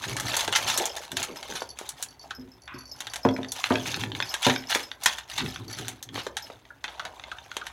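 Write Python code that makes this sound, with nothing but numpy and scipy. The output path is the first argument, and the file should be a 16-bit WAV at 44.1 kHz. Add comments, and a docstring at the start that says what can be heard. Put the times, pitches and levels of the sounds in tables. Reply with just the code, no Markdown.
"""Two puppies eat dry kibble from a hand-held steel bowl over a wooden floor, in a small room.
From the start muzzles stir the pellets, a rattle of many small impacts, and teeth crack them by brittle
fracture. Clicks on the steel and paws shuffling by friction run throughout; metal pieces, likely on a
collar, tinkle in thin modes, mouths smack at a resonance, and later bumps set bowl and boards ringing.
Stirring thins out, and back teeth grind in muffled crackles, over reflections and still air."""
import sys
import numpy as np
from scipy import signal
from scipy.fft import rfft, irfft, next_fast_len
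from scipy.io import wavfile
from scipy.ndimage import uniform_filter1d, map_coordinates

SR = 44100
rng = np.random.default_rng(int(sys.argv[2]) if len(sys.argv) > 2 else 0)


def digitize_waveform(pressure):
    """Quantize a signal to 16-bit integers and store it at the path in sys.argv[1].

    Rows of a 2-D input are taken as channels; values are limited to [-1, 1].
    """
    field = np.atleast_2d(pressure).T
    bounded = np.clip(field, -1, 1)
    quanta = np.round(bounded * 32767).astype(np.int16)
    wavfile.write(sys.argv[1], SR, quanta)


N = 340452  # samples

# Levels are relative: a source may add an offset of its own to all of its events.
# muzzle thrusts into the pellets, about three a second: (time of full force [s], hold [s], level [dB])
THRUSTS = [(0.064, 0.13, -38), (0.266, 0.15, -31), (0.542, 0.015, -27), (0.647, 0.18, -30),
           (0.964, 0.017, -36), (1.177, 0.049, -34.5), (1.37, 0.15, -45), (1.509, 0.05, -38),
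           (1.784, 0.1, -44.5), (1.988, 0.026, -43.5), (2.235, 0.091, -56), (2.956, 0.5, -51),
           (3.573, 0.23, -36.5), (3.866, 0.13, -35), (4.162, 0.25, -42), (4.431, 0.065, -28.5),
           (4.707, 0.046, -29.5), (5.036, 0.068, -32.5), (5.304, 0.16, -38.5), (5.518, 0.053, -43.5),
           (5.705, 0.18, -42.5), (6.159, 0.014, -35.5), (6.382, 0.14, -50.5), (6.842, 1, -54)]
THRUST_ATTACK_S, THRUST_T60_S = 0.043, 0.39
# loose pellets shifting between the thrusts: (time [s], level [dB])
SHIFTING = [(0.0, -38.5), (1.68, -65.5), (7.72, -65)]
# spectrum of pellets rubbing and colliding: (frequency [Hz], density [dB per Hz])
PELLET_SPECTRUM = [(300, -39), (700, 8.5), (1700, 5.5), (2500, 6), (3600, 10), (5000, 1.5), (6200, 5.5),
                   (8000, -5), (11000, -3), (15500, -16)]
# teeth crack a pellet, or now and then a wet tongue or lip clicks: (time [s], level [dB], treble snap re that
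# level [dB])
BITES = [(0.039, -23, -32), (0.167, -23.5, -8), (.199, -23, -7.5), (.3405, -19, -38), (0.367, -22.5, -1),
         (.408, -21.5, -8.5), (0.4777, -20, -15), (0.5262, -17, -15), (0.5597, -15.5, -10),
         (.7, -18, -12.5), (0.7761, -27, 5), (0.856, -30, 6), (0.965, -34, -3.5), (1.1175, -26, -10),
         (1.1694, -17.5, -11), (1.2288, -28, 0.5), (1.359, -36, -12), (1.4284, -28.5, -15),
         (1.6222, -33, -13), (1.788, -30.5, -5), (1.8906, -39.5, 9.5), (2.0257, -31.5, 4),
         (2.3077, -28, -22), (3.0051, -27, -7.5), (3.0694, -26.5, -17), (3.136, -26.5, -10),
         (3.1588, -25.5, -9.5), (3.5196, -33.5, 6), (4.34, -18, -13.5), (4.4662, -12, -17),
         (4.498, -13.5, -24), (4.7168, -19.5, -24), (4.749, -12, -17), (5.036, -33.5, 4),
         (5.0596, -8, -11.5), (5.184, -25.5, -15), (5.3799, -23, -11.5), (5.7867, -27.5, -13),
         (5.8824, -26.5, -4), (6.027, -36, 0.5), (6.267, -29.5, -15), (6.3687, -20.5, -13.5),
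         (6.8412, -22, -24.5), (6.8801, -29, -52), (6.9958, -27, -26), (7.052, -27.5, -18),
         (7.3157, -29.5, -27), (7.567, -21, -14.5), (7.667, -26.5, -16)]
# spectrum of a crack or click: (frequency [Hz], density [dB per Hz])
CRACK_SPECTRUM = [(250, -12), (600, -4.5), (850, 11), (1150, 6), (1600, 17.5), (2500, 12), (3600, 17),
                  (5000, 3.5), (6300, 9.5), (8000, -1), (11000, -4), (15500, -19.5)]
# a tooth or pellet taps the steel, dry and short: (time [s], level [dB])
TAPS = [(.0863, -32), (.1152, -32), (.2649, -33), (.45, -29), (.7185, -24), (2.6779, -31), (3.288, -22.5),
        (3.3642, -26), (3.431, -28), (3.446, -28.5), (3.6406, -11.5), (3.66, -27), (3.756, -16),
        (3.9427, -17.5), (4.014, -25), (4.118, -24.5), (4.0364, -19), (4.1502, -23.5), (4.2025, -15),
        (4.2244, -17), (4.5611, -18), (4.7265, -15.5), (4.9157, -23), (5.073, -18), (5.333, -38),
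        (5.406, -23.5), (5.461, -25), (5.5602, -25.5), (6.0896, -32.5), (6.653, -43), (7.197, -31.5),
        (7.238, -29), (7.385, -32), (7.5155, -26.5), (7.6149, -35)]
# the bowl or a paw bumps the boards: (time [s], level [dB], hard clatter re that level [dB])
BUMPS = [(1.128, -38.5, -10), (2.384, -39, -17), (2.742, -36.5, -56), (3.2504, -12.5, 4.5),
         (3.387, -27.5, -2.5), (3.7053, -14.5, 5.5), (4.031, -28.5, -41), (4.466, -14.5, 2.5),
         (5.412, -39.5, -23)]
# modes of bowl and boards together: (frequency [Hz], mean level [dB], t60 [s])
BOARD_MODES = [(107, -12, .33), (129, -13, .28), (259, 0, .25), (370, -5, .23), (462, -6, .23),
               (576, -9, .18), (617, -7, .2), (707, -11, .2), (885, -10, .18), (991, -10, .13)]
# a muzzle nudges the held bowl, a dull knock: (time [s], level [dB])
KNOCKS = [(.481, -25.5), (.785, -28), (1.62, -25), (1.813, -32.5), (4.758, -22), (6.157, -31.5),
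          (6.179, -29), (6.2672, -25.5), (6.501, -34.5), (7.568, -30.5)]
# a muzzle or tongue drags over the steel: (time [s], length [s], level [dB], upper edge [Hz])
SCRAPES = [(0.55, 0.034, -17.5, 6800), (0.676, 0.051, -23.5, 7400), (1.553, 0.044, -30.5, 11200),
           (2.675, 0.18, -41.5, 2550), (4.445, 0.024, -17, 7700), (5.065, 0.025, -23, 8900),
           (5.376, 0.057, -25.5, 6100), (6.178, 0.05, -32.5, 5030)]
# tongues and jaws work in the hollow of the bowl: (time [s], level [dB])
LAPPING = [(0.0, -49), (0.54, -39.5), (1.4, -50), (2.37, -61.5), (3.89, -50.5), (6.86, -60.5), (6.94, -52),
           (7.72, -62.5)]
# hollow, wet smacks of a mouth: (time [s], level [dB], mean resonance [Hz])
SMACKS = [(.798, -31, 594), (1.286, -43, 357), (1.493, -44, 351.6), (2.243, -47.5, 792),
          (2.306, -36.5, 1380), (6.704, -43.5, 1470), (6.995, -35.5, 1333), (7.055, -43.5, 718),
          (7.316, -35, 1425), (7.614, -38, 1370)]
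# back teeth grinding: (time of full force [s], hold [s], level [dB])
GRINDS = [(6.88, 0.19, -54), (7.24, 0.1, -56), (7.58, 0.13, -51)]
# a paw or the sliding bowl shoves against the boards: (time of full force [s], hold [s], level [dB])
SHOVES = [(.08, 0.23, -37.5), (.5, .01, -42), (.69, 0.013, -40), (1.19, 0.016, -41), (2.43, 0.0029, -42.5),
          (3.75, 0.44, -40), (5.43, 0.026, -34.5), (5.6, 0.11, -44), (5.81, 0.08, -40.5), (6.13, 0.03, -42)]
SHOVE_ATTACK_S, SHOVE_T60_S = 0.13, 0.24
FIDGET_DB = -61.5  # paws never stand quite still; same scale as the shoves
# spectrum of paws and bowl on the boards: (frequency [Hz], density [dB per Hz])
SCUFF_SPECTRUM = [(25, -110), (55, -2.5), (85, 3), (112, 13.5), (160, 1.5), (260, 1.5), (400, -1.5),
                  (900, -41)]
# tinkles, one list for each metal piece: (time [s], level [dB])
TINKLES = [
    [(.279, -29), (1.605, -34), (1.69, -34.5), (2.085, -41.5), (2.194, -41.5), (2.787, -39), (2.855, -39.5),
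     (3.098, -38), (3.485, -36), (4.26, -40), (5.543, -40), (5.68, -36.5), (5.727, -32.5)],
    [(.755, -33), (.894, -34), (1.369, -35.5), (2.349, -40.5), (2.517, -46.5), (2.915, -32.5),
     (3.232, -35.5), (3.338, -38.5), (4.225, -33.5), (4.292, -30), (4.554, -33.5), (4.578, -34),
     (4.671, -34.5), (4.833, -35), (5.484, -35.5), (6.423, -37)],
]
# modes of the two metal pieces, one list each: (mean frequency [Hz], mean level [dB], t60 [s])
PIECE_MODES = [
    [(4530, 0, 0.068), (5880, 0, 0.024), (11180, -7, 0.04)],
    [(5170, 3.5, 0.057), (5370, 5, 0.025), (12370, -7, 0.04)],
]
# decay of the room: (frequency [Hz], t60 [s])
ROOM_DECAY = [(150, 0.42), (1000, 0.29), (4000, 0.13)]
# spectrum of the still air: (frequency [Hz], density [dB per Hz])
AIR_SPECTRUM = [(25, -49), (60, 11.5), (120, -12), (700, -17), (2000, -14.5), (6000, -37), (9000, -32)]
TOP_HZ, CEILING = 15900, .72  # band limit [Hz] and peak amplitude limit


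def amp(db):
    """Logarithmic level: decibels to amplitude gain."""
    return 10 ** (np.asarray(db) / 20)


def unit(x):
    """Power normalisation: x at rms 1."""
    return x / np.sqrt(np.mean(x ** 2) + 1e-20)


def strike(x, size=256):
    """Short-time power: x scaled so that its loudest few milliseconds have rms 1."""
    return x / np.sqrt(uniform_filter1d(x ** 2, size).max() + 1e-20)


def along(points, hz):
    """Interpolation of (Hz, value) points on a logarithmic frequency axis."""
    f, v = np.transpose(points)
    return np.interp(np.log(hz + 1), np.log(f + 1), v)


def curves(rows):
    """Linear interpolation in time: one curve for each column after the time."""
    s, *cols = np.transpose(rows)
    return [np.interp(np.arange(N) / SR, s, c) for c in cols]


def wobble(rate):
    """Slow random modulation: a smooth curve through rate random knots a second."""
    knots = rng.standard_normal(int(N * rate / SR) + 4)
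    return map_coordinates(knots, [np.arange(N) * rate / SR])


def coloured(x, spectrum):
    """Minimum-phase filtering: x takes on a spectrum causally, by folding the cepstrum."""
    m = 2 * next_fast_len(len(x) // 2 + 2048)
    gain = amp(along(spectrum, np.fft.rfftfreq(m, 1 / SR)))
    cepstrum = irfft(np.log(gain))
    cepstrum[1:m // 2] *= 2
    cepstrum[m // 2 + 1:] = 0
    return irfft(rfft(x, m) * np.exp(rfft(cepstrum)), m)[:len(x)]


def band(x, edges_hz, kind, order=3):
    """Maximally flat filtering: a low-, high- or band-pass of x."""
    return signal.sosfilt(signal.butter(order, edges_hz, kind, fs=SR, output="sos"), x)


def ripple(depth_db=4.2, count=64):
    """Chance resonances: every pellet and every shape of the mouth has its own spectrum."""
    hz = TOP_HZ * np.linspace(0, 1, count) ** 2
    return np.column_stack([hz, depth_db * np.clip(rng.standard_normal(count), -2, 2)])


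def grains(size, rate, spread_db):
    """Random point process: tiny impacts of uneven strength and either sign, rate a second."""
    hits = rng.random(size) < rate / SR
    signs = rng.choice([-1, 1], size)
    return hits * signs * amp(spread_db * np.clip(rng.standard_normal(size), -2, 2))


def pings(rate, low_hz, high_hz, t60, spread_db):
    """Superposed damped oscillators: random soft impacts, each at a pitch of its own; rms 1."""
    when, force, pitch = rng.random((int(rate * N / SR), 3)).T[:, :, None]
    t = np.arange(SR // 40) / SR
    hz = low_hz + (high_hz - low_hz) * pitch
    ring = np.sin(2 * np.pi * hz * t) * amp(spread_db * force - 60 * t / t60)
    where = (when * N).astype(int) + np.arange(len(t))
    return unit(np.bincount(where.ravel(), ring.ravel(), N)[:N])


def swell(size, attack_s):
    """Transient envelope: an exponential rise, then a fade to nothing over size samples."""
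    k = np.arange(size)
    return (1 - np.exp(-k / SR / attack_s)) * np.sqrt(1 - k / size)


def gestures(rows, attack_s, t60):
    """Addition of powers: gain of movements that each swell, hold and decay exponentially."""
    t = np.arange(0, N, 32) / SR  # every 32nd sample is enough for slow gains
    power = 0
    for s, hold, db in rows:
        rise = np.clip((t - s) / attack_s + 1, 0, 1) ** 2
        decay = amp(db - 60 * np.maximum(t - s - hold, 0) / t60)
        power = power + (decay * rise) ** 2
    return np.interp(np.arange(N) / SR, t, np.sqrt(power))


def add(track, s, sound):
    """Linear superposition: mix a sound into the track at time s."""
    part = track[max(round(s * SR), 0):][:len(sound)]
    part += sound[:len(part)]


def stir_level():
    """Addition of powers: stirring effort in dB, thrusts over a faint, unbroken shifting."""
    shifting_db, = curves(SHIFTING)
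    thrusts = gestures(THRUSTS, THRUST_ATTACK_S, THRUST_T60_S)
    return 20 * np.log10(np.hypot(thrusts, amp(shifting_db)))


def stirring(level_db=-4.0, rub_db=-12, brightening=0.099, brisk_db=-42, ping_db=-2, count=3):
    """Granular collision: clumps of pellets tumble and ping on the steel, brighter when brisk."""
    stir_db = stir_level()
    rattle = np.zeros(N)
    for _ in range(count):
        ticks = unit(grains(N, rate=380, spread_db=3.0)) + amp(rub_db) * rng.standard_normal(N)
        clumps = amp(6 * np.clip(wobble(60), -2, 1.6))
        rattle += unit(coloured(ticks * clumps, ripple()))
    ringing = pings(rate=420, low_hz=600, high_hz=7500, t60=.016, spread_db=26)
    rattle = unit(coloured(rattle, PELLET_SPECTRUM))
    rattle += amp(ping_db) * unit(coloured(ringing, PELLET_SPECTRUM))
    dull = band(rattle, 2900, "lowpass", order=1)
    treble_gain = amp(brightening * (stir_db - brisk_db))
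    return amp(stir_db + level_db) * (dull + treble_gain * (rattle - dull))


def bites(level_db=-5, knock_db=-10, snap_gain_db=7, fracture_t60=0.049, crumb_t60=0.061):
    """Brittle fracture: a click and a sharp break, then a dying run of smaller ones."""
    out, t = np.zeros(N), np.arange(SR // 8) / SR
    for s, db, snap_db in BITES:
        click = rng.standard_normal(len(t)) * amp(12 - 60 * t / .003)
        fracture = rng.standard_normal(len(t)) * amp(-60 * t / fracture_t60)
        crumbs = unit(grains(len(t), rate=1500, spread_db=6.5)) * amp(-60 * t / crumb_t60)
        breaking = click + coloured(fracture, ripple()) + coloured(crumbs, ripple())
        crack = coloured(breaking, CRACK_SPECTRUM)
        body = strike(band(crack, [1200, 4800], "bandpass"))
        knock = amp(knock_db) * strike(band(crack, 720, "lowpass"))
        snap = amp(snap_db + snap_gain_db) * strike(band(crack, 7100, "highpass"))
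        add(out, s, amp(db + level_db) * (body + knock + snap))
    return out


def taps(level_db=-5, t60=0.014, stray_db=2, stray_spread_db=5.5, count=60):
    """Damped impact: brief clicks, and stray pellets whose force follows the stirring."""
    out, t = np.zeros(N), np.arange(SR // 25) / SR
    where = rng.integers(N, size=count)
    stray_levels = stir_level()[where] + stray_db + stray_spread_db * rng.standard_normal(count)
    strays = np.column_stack([where / SR, stray_levels])
    for s, db in np.vstack([np.add(TAPS, [0, level_db]), strays]):
        burst = rng.standard_normal(len(t)) * amp(-60 * t / t60)
        click = coloured(coloured(burst, CRACK_SPECTRUM), ripple())
        add(out, s, amp(db) * strike(band(click, 3660, "lowpass", order=2)))
    return out


def boards(t):
    """Modal sum: bowl and boards ring; the rocking bowl varies mode strengths and pitches slightly."""
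    ring = np.zeros(len(t))
    for hz, level, t60 in BOARD_MODES:
        decay = amp(level + rng.normal(0, 1.5) - 60 * t / t60)
        drift = rng.random() + .0018 * np.cumsum(rng.standard_normal(len(t)))  # phase in cycles
        ring += decay * np.sin(2 * np.pi * (hz * t + drift))
    return ring


def bumps(level_db=-2, thud_db=-13, clatter_gain_db=-7, thud_t60=0.36, clatter_t60=0.12, attack_s=0.00023):
    """Impact excitation of modes: hard blows wake the upper ones and rattle the bowl unevenly."""
    out, t = np.zeros(N), np.arange(SR // 2) / SR
    for s, db, hard_db in BUMPS:
        hardness = [(350, 0), (700, min(hard_db, 0))]  # (frequency [Hz], gain [dB])
        ring = coloured(boards(t) * (1 - np.exp(-t / attack_s)), hardness)
        thud = band(rng.standard_normal(len(t)), [110, 480], "bandpass") * amp(-60 * t / thud_t60)
        rattle = band(grains(len(t), rate=1100, spread_db=4.5), [340, 1050], "bandpass", order=2)
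        clatter = amp(hard_db + clatter_gain_db) * strike(rattle * amp(-60 * t / clatter_t60))
        add(out, s, amp(db + level_db) * (strike(ring) + amp(thud_db) * strike(thud) + clatter))
    return band(out, 80, "highpass")


def knocks(t60=0.031):
    """Heavy damping: the hand on the bowl leaves one blunt push and a short, hollow knock."""
    out, t = np.zeros(N), np.arange(SR // 8) / SR
    for s, db in KNOCKS:
        push = rng.standard_normal(len(t)) * amp(-60 * t / t60)
        push[0] += 10
        add(out, s, amp(db) * strike(band(push, [280, 950], "bandpass", order=2)))
    return out


def scrapes(low_hz=850, attack_s=0.0017, fade_db=-7):
    """Stick-slip friction: a drag catches at once and fades as a dense run of small slips."""
    out = np.zeros(N)
    for s, length, db, top_hz in SCRAPES:
        size = int(length * SR)
        slips = unit(grains(size, rate=3600, spread_db=3.0)) + rng.standard_normal(size)
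        rasp = coloured(coloured(slips, PELLET_SPECTRUM), ripple())
        rasp = unit(band(rasp, [low_hz, top_hz], "bandpass"))
        fade = amp(np.linspace(0, fade_db, size))
        add(out, s, amp(db) * rasp * swell(size, attack_s) * fade)
    return out


def lapping(wash_db=-5, between_db=-5):
    """Cavity resonance: soft, hollow plops over a wet wash, mostly during the thrusts."""
    lap_db, = curves(LAPPING)
    equal_thrusts = [(s, hold, 0) for s, hold, _ in THRUSTS]
    working = gestures(equal_thrusts, THRUST_ATTACK_S, THRUST_T60_S)
    plops = pings(rate=260, low_hz=540, high_hz=1080, t60=.026, spread_db=20)
    wash = amp(wash_db) * rng.standard_normal(N)
    wet = unit(band(plops + wash, [320, 1400], "bandpass"))
    return amp(lap_db) * np.hypot(working, amp(between_db)) * wet


def smacks(cycles=25, sag=0.041, width_hz=190, rough_db=3):
    """Moving cavity resonance: the wet mouth rings roughly at a pitch that sags with the jaw."""
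    out = np.zeros(N)
    for s, db, hz in SMACKS:
        size = int(cycles / hz * SR)
        a, b = unit(band(rng.standard_normal((2, SR)), width_hz, "lowpass"))[:, -size:]
        phase = 2 * np.pi * hz * np.cumsum(np.linspace(1 + sag, 1 - sag, size)) / SR
        # slow noise on both quadratures is a narrow band of noise about the pitch
        ring = np.sin(phase) + amp(rough_db) * (a * np.sin(phase) + b * np.cos(phase))
        add(out, s, amp(db) * unit(ring * swell(size, 0.00067)))
    return out


def grinding(rate=130, spread_db=4, t60=0.075, count=3):
    """Low-pass transmission: broken pieces crackle softly, muffled by the cheeks."""
    crumbs = sum(coloured(grains(N, rate, spread_db), ripple()) for _ in range(count))
    muffled = unit(band(coloured(crumbs, PELLET_SPECTRUM), 1200, "lowpass", order=1))
    return gestures(GRINDS, THRUST_ATTACK_S, t60) * muffled


def tinkles(level_db=-4, touch_db=-1, touch_t60=0.021, faint_db=-47, bounce_s=0.011, bounce_db=-4, count=17):
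    """Repeated modal impact: ever weaker contacts, each a rasp and a thin ring; faint ones between."""
    out, t = np.zeros(N), np.arange(SR // 8) / SR
    for touches, modes in zip(TINKLES, PIECE_MODES):
        faint = [(s, faint_db) for s in rng.random(count) * touches[-1][0]]
        for s, db in list(touches) + faint:
            chatter = np.zeros(len(t))
            delays = np.append(0, np.cumsum(2 * bounce_s * rng.random(3)))  # mean gap bounce_s
            for k, delay in enumerate(delays):
                ring = np.zeros(len(t))
                for hz, level, t60 in modes:
                    decay = amp(level + rng.normal(0, 3.5) - 60 * t / t60)
                    ring += decay * np.sin(2 * np.pi * hz * rng.normal(1, .008) * t)
                rasp = unit(band(rng.standard_normal(len(t)), [4600, 6600], "bandpass"))
                touch = rasp * amp(touch_db - 60 * t / touch_t60)
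                add(chatter, delay, amp(k * bounce_db) * (ring + touch) * swell(len(t), 0.001))
            add(out, s, amp(db + level_db) * strike(chatter))
    return out


def shuffling(level_db=-2, lump_db=3, ring_db=-11):
    """Forced vibration: paws and sliding bowl push unevenly on boards that hum at their modes."""
    force = np.hypot(gestures(SHOVES, SHOVE_ATTACK_S, SHOVE_T60_S), amp(FIDGET_DB))
    push = rng.standard_normal(N) * amp(lump_db * wobble(25))
    hum = signal.fftconvolve(push, boards(np.arange(SR // 2) / SR))[:N]
    hum = unit(band(hum, 490, "lowpass"))
    return force * amp(level_db) * (unit(coloured(push, SCUFF_SPECTRUM)) + amp(ring_db) * hum)


def room(x, gap_s=0.0033, count=24):
    """Reverberation: walls answer after a gap, with a diffuse tail; treble dies first."""
    out = np.zeros(N)
    for where in np.array_split(np.arange(N), count):  # a new random tail for each block
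        hz, t, z = signal.stft(rng.standard_normal(SR // 2), SR, nperseg=256)
        decay = amp(-60 * t / along(ROOM_DECAY, hz)[:, None])
        tail = signal.istft(z * decay, SR, nperseg=256)[1]
        reflections = signal.fftconvolve(x[where], tail / np.linalg.norm(tail))
        add(out, where[0] / SR + gap_s, reflections)
    return out


def still_air(level_db=-60):
    """Stationary noise: the steady, coloured hush of the room."""
    return amp(level_db) * unit(coloured(rng.standard_normal(N), AIR_SPECTRUM))


def scene(wet_db=-10):
    """Linear superposition: the meal, its reflections and the still air of the room."""
    meal = stirring() + bites() + taps() + bumps() + knocks() + scrapes()
    meal += lapping() + smacks() + grinding() + tinkles() + shuffling()
    return (meal + amp(wet_db) * room(meal) + still_air())[None]


def record(dry):
    """Soft saturation rounds off the highest peaks; a sharp low-pass removes all above TOP_HZ."""
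    held = dry / (1 + (dry / CEILING) ** 6) ** (1 / 6)
    m = next_fast_len(N + SR // 2)
    passed = np.fft.rfftfreq(m, 1 / SR) < TOP_HZ
    return irfft(rfft(held, m) * passed, m)[..., :N]


dry = scene()
out = record(dry)
digitize_waveform(out)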